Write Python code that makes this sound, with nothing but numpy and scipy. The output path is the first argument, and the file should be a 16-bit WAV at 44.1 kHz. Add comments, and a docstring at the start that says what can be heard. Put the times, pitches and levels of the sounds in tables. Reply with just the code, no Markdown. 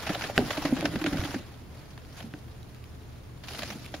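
"""Chinchillas take a dust bath in a bucket: fur swishes through the dust as hiss that catches and slips.
Paws scrape in bursts of gritty noise; sharp ticks of noise are snapping grains and the knock's bright top.
Bodies roll as a low rumble; thumps, taps and a sharp knock make the bucket ring as fading sine waves.
They settle, shift a little, and near the end one shuffles again.
Dull echoes follow, over a quiet room of low noise, a steady hum and a faint whine."""
import sys
import numpy as np
from scipy import signal
from scipy.fft import rfft, irfft
from scipy.io import wavfile

SR = 44100
rng = np.random.default_rng(int(sys.argv[2]) if len(sys.argv) > 2 else 0)


def persist_wave(psi):
    """Save psi, clipped to +-1, as 16-bit WAV."""
    counts = np.round(np.clip(psi, -1, 1) * 32767).astype(np.int16)
    wavfile.write(sys.argv[1], SR, np.atleast_2d(counts).T)


N = 176400  # samples: 4 seconds
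T = np.arange(N) / SR  # time of each sample [s]
FREQS = np.maximum(np.arange(N // 2 + 1) * SR / N, 1)  # frequency of each spectrum bin [Hz]

# How strongly fur rubs through the dust: (time [s], level [dB])
SWISH_LEVEL = [(0, -39), (.12, -39), (.19, -40.5), (.26, -39.5), (.32, -45.5), (.37, -39.5), (.46, -40),
               (.53, -36.5), (.61, -40), (.92, -42), (1.27, -40.5), (1.37, -46.5), (1.46, -52.5),
               (1.65, -61), (1.8, -55.5), (1.88, -58), (2.1, -59), (2.21, -49), (2.3, -61), (2.38, -59),
               (2.55, -62.5), (3.43, -66), (3.49, -46.5), (3.6, -47), (3.7, -48), (3.78, -53.5),
               (3.85, -52), (3.91, -58), (4, -56)]
# How alike the dust and the rolling are in both ears: (frequency [Hz], likeness [-1 to 1])
NEAR_LIKENESS = [(60, 0.88), (300, 1), (640, 1), (1400, 0.83), (3100, 0.36), (7000, 0), (15000, -.15)]


def from_db(db):
    """Turn decibels into a gain."""
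    return 10 ** (np.asarray(db) / 20)


def rms_one(x):
    """Scale to an rms (average strength) of 1."""
    return x / np.sqrt(np.mean(x ** 2) + 1e-20)


def level(rows):
    """Draw a gain over time through (time [s], level [dB]) points."""
    return from_db(np.interp(T, *np.transpose(rows)))


def over_hz(points):
    """Join (frequency [Hz], value) points along a log-frequency axis."""
    hz, value = np.transpose(points)
    return np.interp(np.log(FREQS), np.log(hz), value)


def pan(db):
    """Left and right gains whose levels differ by db; below zero leans right."""
    return from_db(np.array([[db], [-db]]) / 2)


def flicker(depth_db, rate_hz):
    """A random gain of mean power 1 that changes at about this rate."""
    slow = irfft(rfft(rng.standard_normal(N)) / (1 + (FREQS / rate_hz) ** 4), N)
    swing = np.clip(rms_one(slow), -3, 3)
    return rms_one(from_db(depth_db * swing))


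def decay(pulses, fall_s):
    """Let each pulse die away exponentially."""
    tiny = 1e-18  # keeps the filter from slowing down on near-zero numbers
    return signal.lfilter([1], [1, -np.exp(-1 / (fall_s * SR))], pulses + tiny)


def noise(envelope, colour, likeness):
    """Shape random noise over time, colour its spectrum and make it partly alike in both ears."""
    shaped = rng.standard_normal((2, N)) * envelope
    mid, side = rfft(shaped) * rms_one(from_db(over_hz(colour)))
    alike = np.clip(over_hz(likeness), -.99, .99)
    shared = np.sqrt(1 + alike) * mid
    opposed = np.sqrt(1 - alike) * side * [[1], [-1]]
    return irfft(shared + opposed, N)


def strike(s, blow_db, modes, contact_s, pitch=1, spread_db=0):
    """A blow swells over its contact time and rings the modes; where it lands shifts their mix."""
    age = T[:SR // 4]
    hz, db, t60 = np.transpose(modes)[:, :, None]
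    mix_db = spread_db * rng.standard_normal(db.shape)
    fading = from_db(db + mix_db - 60 * age / t60)  # t60: time to fall by 60 dB
    rings = fading * np.sin(2 * np.pi * hz * pitch * age)
    swell = 1 - np.exp(-age / contact_s)
    out = np.zeros(N + SR // 4)
    start = int(s * SR)
    out[start:start + len(age)] = from_db(blow_db) * rings.sum(0) * swell
    return out[:N]


def room_tone():
    """Low indoor rumble from coloured noise, with a hum and a thin whine from steady sine waves."""
    # Hum and whine: (frequency [Hz], rms level [dB])
    tones = [(76, -53.5), (120, -53), (439, -66.5), (8810, -78.5)]
    # Spectrum shape of the rumble: (frequency [Hz], relative level [dB])
    rumble_colour = [(12, -34), (20, -8.5), (116, -3), (190, -10), (360, -15.5), (434, -18.5), (624, -20),
                     (759, -22.5), (2200, -31), (8000, -42), (16000, -43.5)]
    # How alike the rumble is in both ears: (frequency [Hz], likeness [0-1])
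    rumble_likeness = [(60, 0.67), (150, 0.8), (380, 0.35), (1000, 0.093), (6000, 0.075)]
    sines = 0
    for hz, db in tones:
        phase = rng.random()  # in cycles
        sines = sines + from_db(db) * np.sqrt(2) * np.sin(2 * np.pi * (hz * T + phase))
    return noise(from_db(-49.95), rumble_colour, rumble_likeness) + sines


def echoes(x):
    """Dense, dull reflections from the bucket and the room, different in each ear."""
    delay_s, t60_s, cut_hz, echo_db = 0.009, 0.38, 3400, -16.5
    age = T[:SR // 2] - delay_s
    low_pass = signal.butter(2, cut_hz, fs=SR, output="sos")
    tail = signal.sosfilt(low_pass, rng.standard_normal((2, len(age))))
    tail *= (age > 0) * from_db(-60 * age / t60_s)
    tail *= np.sqrt(4 * cut_hz / SR / np.sum(tail ** 2))  # same total strength for every random tail
    return from_db(echo_db) * signal.fftconvolve(x, tail, axes=1)[:, :N]


def rolling():
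    """A soft body rumbles unevenly over the bucket floor: low noise with a random flutter."""
    # Body weight on the floor: (time [s], level [dB])
    roll_level = [(0, -49), (.34, -47.5), (.43, -34), (.55, -51.5), (.75, -37), (.9, -43), (1.08, -34),
                  (1.2, -39), (1.36, -42.5), (1.47, -55.5), (2.1, -69), (2.25, -48), (2.42, -67),
                  (3.38, -71), (3.55, -52.5), (3.72, -49.5), (4, -60)]
    # Spectrum shape of the rumble: (frequency [Hz], relative level [dB])
    roll_colour = [(25, -14), (75, -1.5), (135, 2.5), (200, -1.5), (300, 2.5), (430, -12.5), (620, -13),
                   (1000, -42.5)]
    flutter = flicker(depth_db=5.5, rate_hz=23)
    return noise(level(roll_level) * flutter, roll_colour, NEAR_LIKENESS)


def floor_thumps():
    """Bodies thump the bucket floor, which rings briefly at a pitch that shifts with the load."""
    # Thumps: (time [s], level [dB], pitch [Hz])
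    thumps = [(.097, -16.5, 306), (0.3864, -11, 406), (0.39, -15.5, 218), (.415, -26, 242),
              (0.578, -18.5, 299), (0.65, -12.5, 285), (0.69, -21.5, 312), (0.725, -12.5, 258),
              (.767, -25, 283), (.826, -20.5, 320), (.845, -13, 291), (.935, -22, 315), (.956, -19.5, 274),
              (1.016, -21, 303), (1.045, -16.5, 316.4), (1.071, -15.5, 290), (1.143, -24.5, 167),
              (1.156, -24, 268), (1.193, -23, 85.4), (1.251, -22, 290), (1.342, -24, 336),
              (1.358, -20.5, 257), (2.241, -29.5, 227), (2.267, -32, 227), (2.339, -31, 302),
              (3.591, -36, 215), (3.708, -36, 208), (3.941, -27.5, 303)]
    # Ways the floor rings: (multiple of the thump's pitch, level [dB], time to fall 60 dB [s])
    floor_modes = [(1, 1.5, 0.064), (.6, -8.5, 0.067), (1.9, -17, 0.046)]
    floor_db, contact_s = -0.5, 0.0022
    return sum(strike(s, db + floor_db, floor_modes, contact_s, pitch=hz, spread_db=2.5)
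               for s, db, hz in thumps)


def wall_taps():
    """Paws give the bucket wall padded taps that ring it briefly."""
    # Taps: (time [s], level [dB])
    taps = [(.073, -21), (.104, -16.5), (.155, -18.5), (.298, -16.5), (.389, -7), (.405, -23), (.507, -21),
            (.577, -25), (.651, -25), (.724, -20), (.827, -17), (.853, -16.5), (.958, -23), (1.045, -27),
            (1.062, -21), (1.143, -21), (1.343, -28), (2.209, -30), (2.339, -33), (3.941, -24)]
    # Ways the wall rings: (frequency [Hz], level [dB], time to fall 60 dB [s])
    wall_modes = [(589, -5, 0.044), (652, -2, .035), (745, -2, 0.025), (1230, -32, 0.037)]
    wall_db, contact_s = -4.5, 0.0019
    return sum(strike(s, db + wall_db, wall_modes, contact_s, spread_db=2.5) for s, db in taps)


def hard_knocks():
    """Hard, very short contacts with the wall give a fast-dying crack and a longer boom."""
    # One sharp knock and a much fainter one: (time [s], level [dB])
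    knocks = [(0.3786, -8.5), (2.3386, -33)]
    # Boom and crack: (frequency [Hz], level [dB], time to fall 60 dB [s])
    crack_modes = [(216.5, -10.5, 0.14), (373, -15.5, 0.14), (454, -14, 0.073), (690, -12.5, 0.045),
                   (734, -17.5, 0.17), (1566, -5, 0.02), (1850, 1, 0.0076), (2520, 1.5, 0.0042)]
    return sum(strike(s, db, crack_modes, contact_s=0.0001) for s, db in knocks)


def patchy(x):
    """The contact keeps changing, so each quarter octave swells and fades by itself."""
    spectrum = rfft(x)
    place = np.clip(4 * np.log2(FREQS / 500), 0, 19)  # quarter octaves above 500 Hz
    mixed = 0
    for k in range(20):
        band = irfft(spectrum * np.maximum(1 - abs(place - k), 0), N)  # overlaps its neighbours
        mixed = mixed + band * flicker(depth_db=2, rate_hz=29)
    return mixed


def brighten(x):
    """Turn the treble up or down over time: light shuffling sounds brighter than heavy rolling."""
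    # Gain of the treble in the dust: (time [s], level [dB])
    dust_treble = [(.2, -4), (.7, -5.5), (2.2, -2.5), (3.5, 0.5)]
    treble_from_hz = 2300
    treble = irfft(rfft(x) / (1 + (treble_from_hz / FREQS) ** 6), N)
    return x + treble * (level(dust_treble) - 1)


def sharp_ticks():
    """Tiny noise bursts: the knock's bright top, snapping grains, and a sprinkle that follows the rubbing."""
    # The bright top of the sharp knock (first row), then coarse grains snapping: (time [s], level [dB])
    ticks = [(.3785, -12), (.809, -19), (0.854, -20), (2.05, -42), (2.63, -44), (2.747, -39.5),
             (2.841, -39), (3.592, -36.5), (3.862, -33)]
    # Spectrum shape of a tick: (frequency [Hz], relative level [dB])
    tick_colour = [(300, -23), (1500, -1), (4500, 3.5), (7000, -8.5), (11000, -2.5), (15000, -16)]
    loose_per_s, loose_db, spread_db, ring_s = 120, -1.5, 1.5, 0.0012
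    sizes = from_db(loose_db + spread_db * np.minimum(rng.exponential(1, N), 3))
    pulses = (rng.random(N) < loose_per_s / SR) * sizes * level(SWISH_LEVEL)
    for s, db in ticks:
        pulses[int(s * SR)] += from_db(db) / 2
    return noise(decay(pulses, ring_s), tick_colour, NEAR_LIKENESS)


def paw_scrapes():
    """Each paw stroke in the dust bites at once and trails off in coarse grit."""
    # Strokes: (start [s], length [s], level [dB])
    scrapes = [(0.066, 0.019, -32), (0.092, 0.014, -34), (0.146, 0.0088, -32.5), (0.2094, .005, -32),
               (0.2183, .011, -33.5), (.238, 0.013, -33.5), (0.5045, 0.01, -27), (0.57, 0.0096, -31),
               (.6515, 0.0097, -28), (0.764, 0.013, -34), (0.814, 0.017, -40.5), (0.8531, 0.0083, -24),
               (0.937, 0.0034, -44), (0.9557, 0.0077, -34.5), (1.014, .007, -35), (1.0403, 0.005, -28.5),
               (1.0612, 0.011, -28.5), (1.126, 0.016, -39), (1.17, 0.0052, -34), (1.213, .005, -38),
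               (1.2362, 0.0049, -33), (1.2486, 0.01, -35), (1.342, 0.01, -35), (1.976, 0.0045, -42.5),
               (2.167, 0.023, -51), (2.204, 0.006, -40.5), (2.225, .004, -44.5), (3.4362, 0.016, -47.5),
               (3.483, 0.0073, -40), (3.547, 0.0092, -41.5), (3.5904, 0.0047, -33), (3.62, .009, -38.5),
               (3.6317, 0.0065, -34.5), (3.7016, 0.0088, -38.5), (3.721, 0.012, -43), (3.9392, 0.013, -41)]
    # Spectrum shape of a scrape: (frequency [Hz], relative level [dB])
    scrape_colour = [(200, -29), (650, 9), (1000, 0), (1500, 6), (2200, 4.5), (3000, 4.5), (4500, 0.5),
                     (7000, -7.5), (10500, -17.5), (15000, -19)]
    rise_s = 0.0011
    strokes = 0
    for s, length, db in scrapes:
        age = np.maximum(T - s, 0)
        bite = np.minimum(age / rise_s, 1)
        trail = 1 / (1 + (age / length) ** 4)
        strokes = strokes + from_db(db) * bite * trail
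    grit = flicker(depth_db=1.5, rate_hz=940)
    return noise(strokes * grit, scrape_colour, NEAR_LIKENESS)


def fur_swish():
    """Fur drags through the dust: a hiss that keeps catching and slipping on top of a steady slide."""
    # Spectrum shape of the hiss: (frequency [Hz], relative level [dB])
    swish_colour = [(200, -5), (400, -4.5), (650, -1), (1000, -4), (1700, -4.5), (3000, -5), (5000, -6),
                    (7000, -12), (10500, -14), (15000, -20)]
    catches_per_s, fall_s, largest_catch = 150, 0.009, 0.77  # size compared with the slide
    catches = (rng.random(N) < catches_per_s / SR) * rng.random(N) * largest_catch
    drag = rms_one(1 + decay(catches, fall_s))  # the 1 is the steady slide
    return noise(level(SWISH_LEVEL) * drag, swish_colour, NEAR_LIKENESS)


def scene():
    """The animals in the bucket, their echoes and the room."""
    dust = brighten(patchy(fur_swish() + paw_scrapes() + sharp_ticks())) * pan(-0.5)
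    bucket = (floor_thumps() + wall_taps() + hard_knocks() + rolling()) * pan(-1.1)
    return dust + bucket + echoes(dust + bucket) + room_tone()


def record(dry):
    """The microphone has a narrow notch in the treble; the top is cut."""
    notch_hz, notch_width_hz, notch_db, cutoff_hz = 8175, 454, -21.5, 15750
    notch = from_db(notch_db * np.exp(-((FREQS - notch_hz) / notch_width_hz) ** 4))
    top = 1 / np.sqrt(1 + (FREQS / cutoff_hz) ** 400)  # a very steep cut
    return irfft(rfft(dry) * notch * top, N)


dry = scene()
out = record(dry)
persist_wave(out)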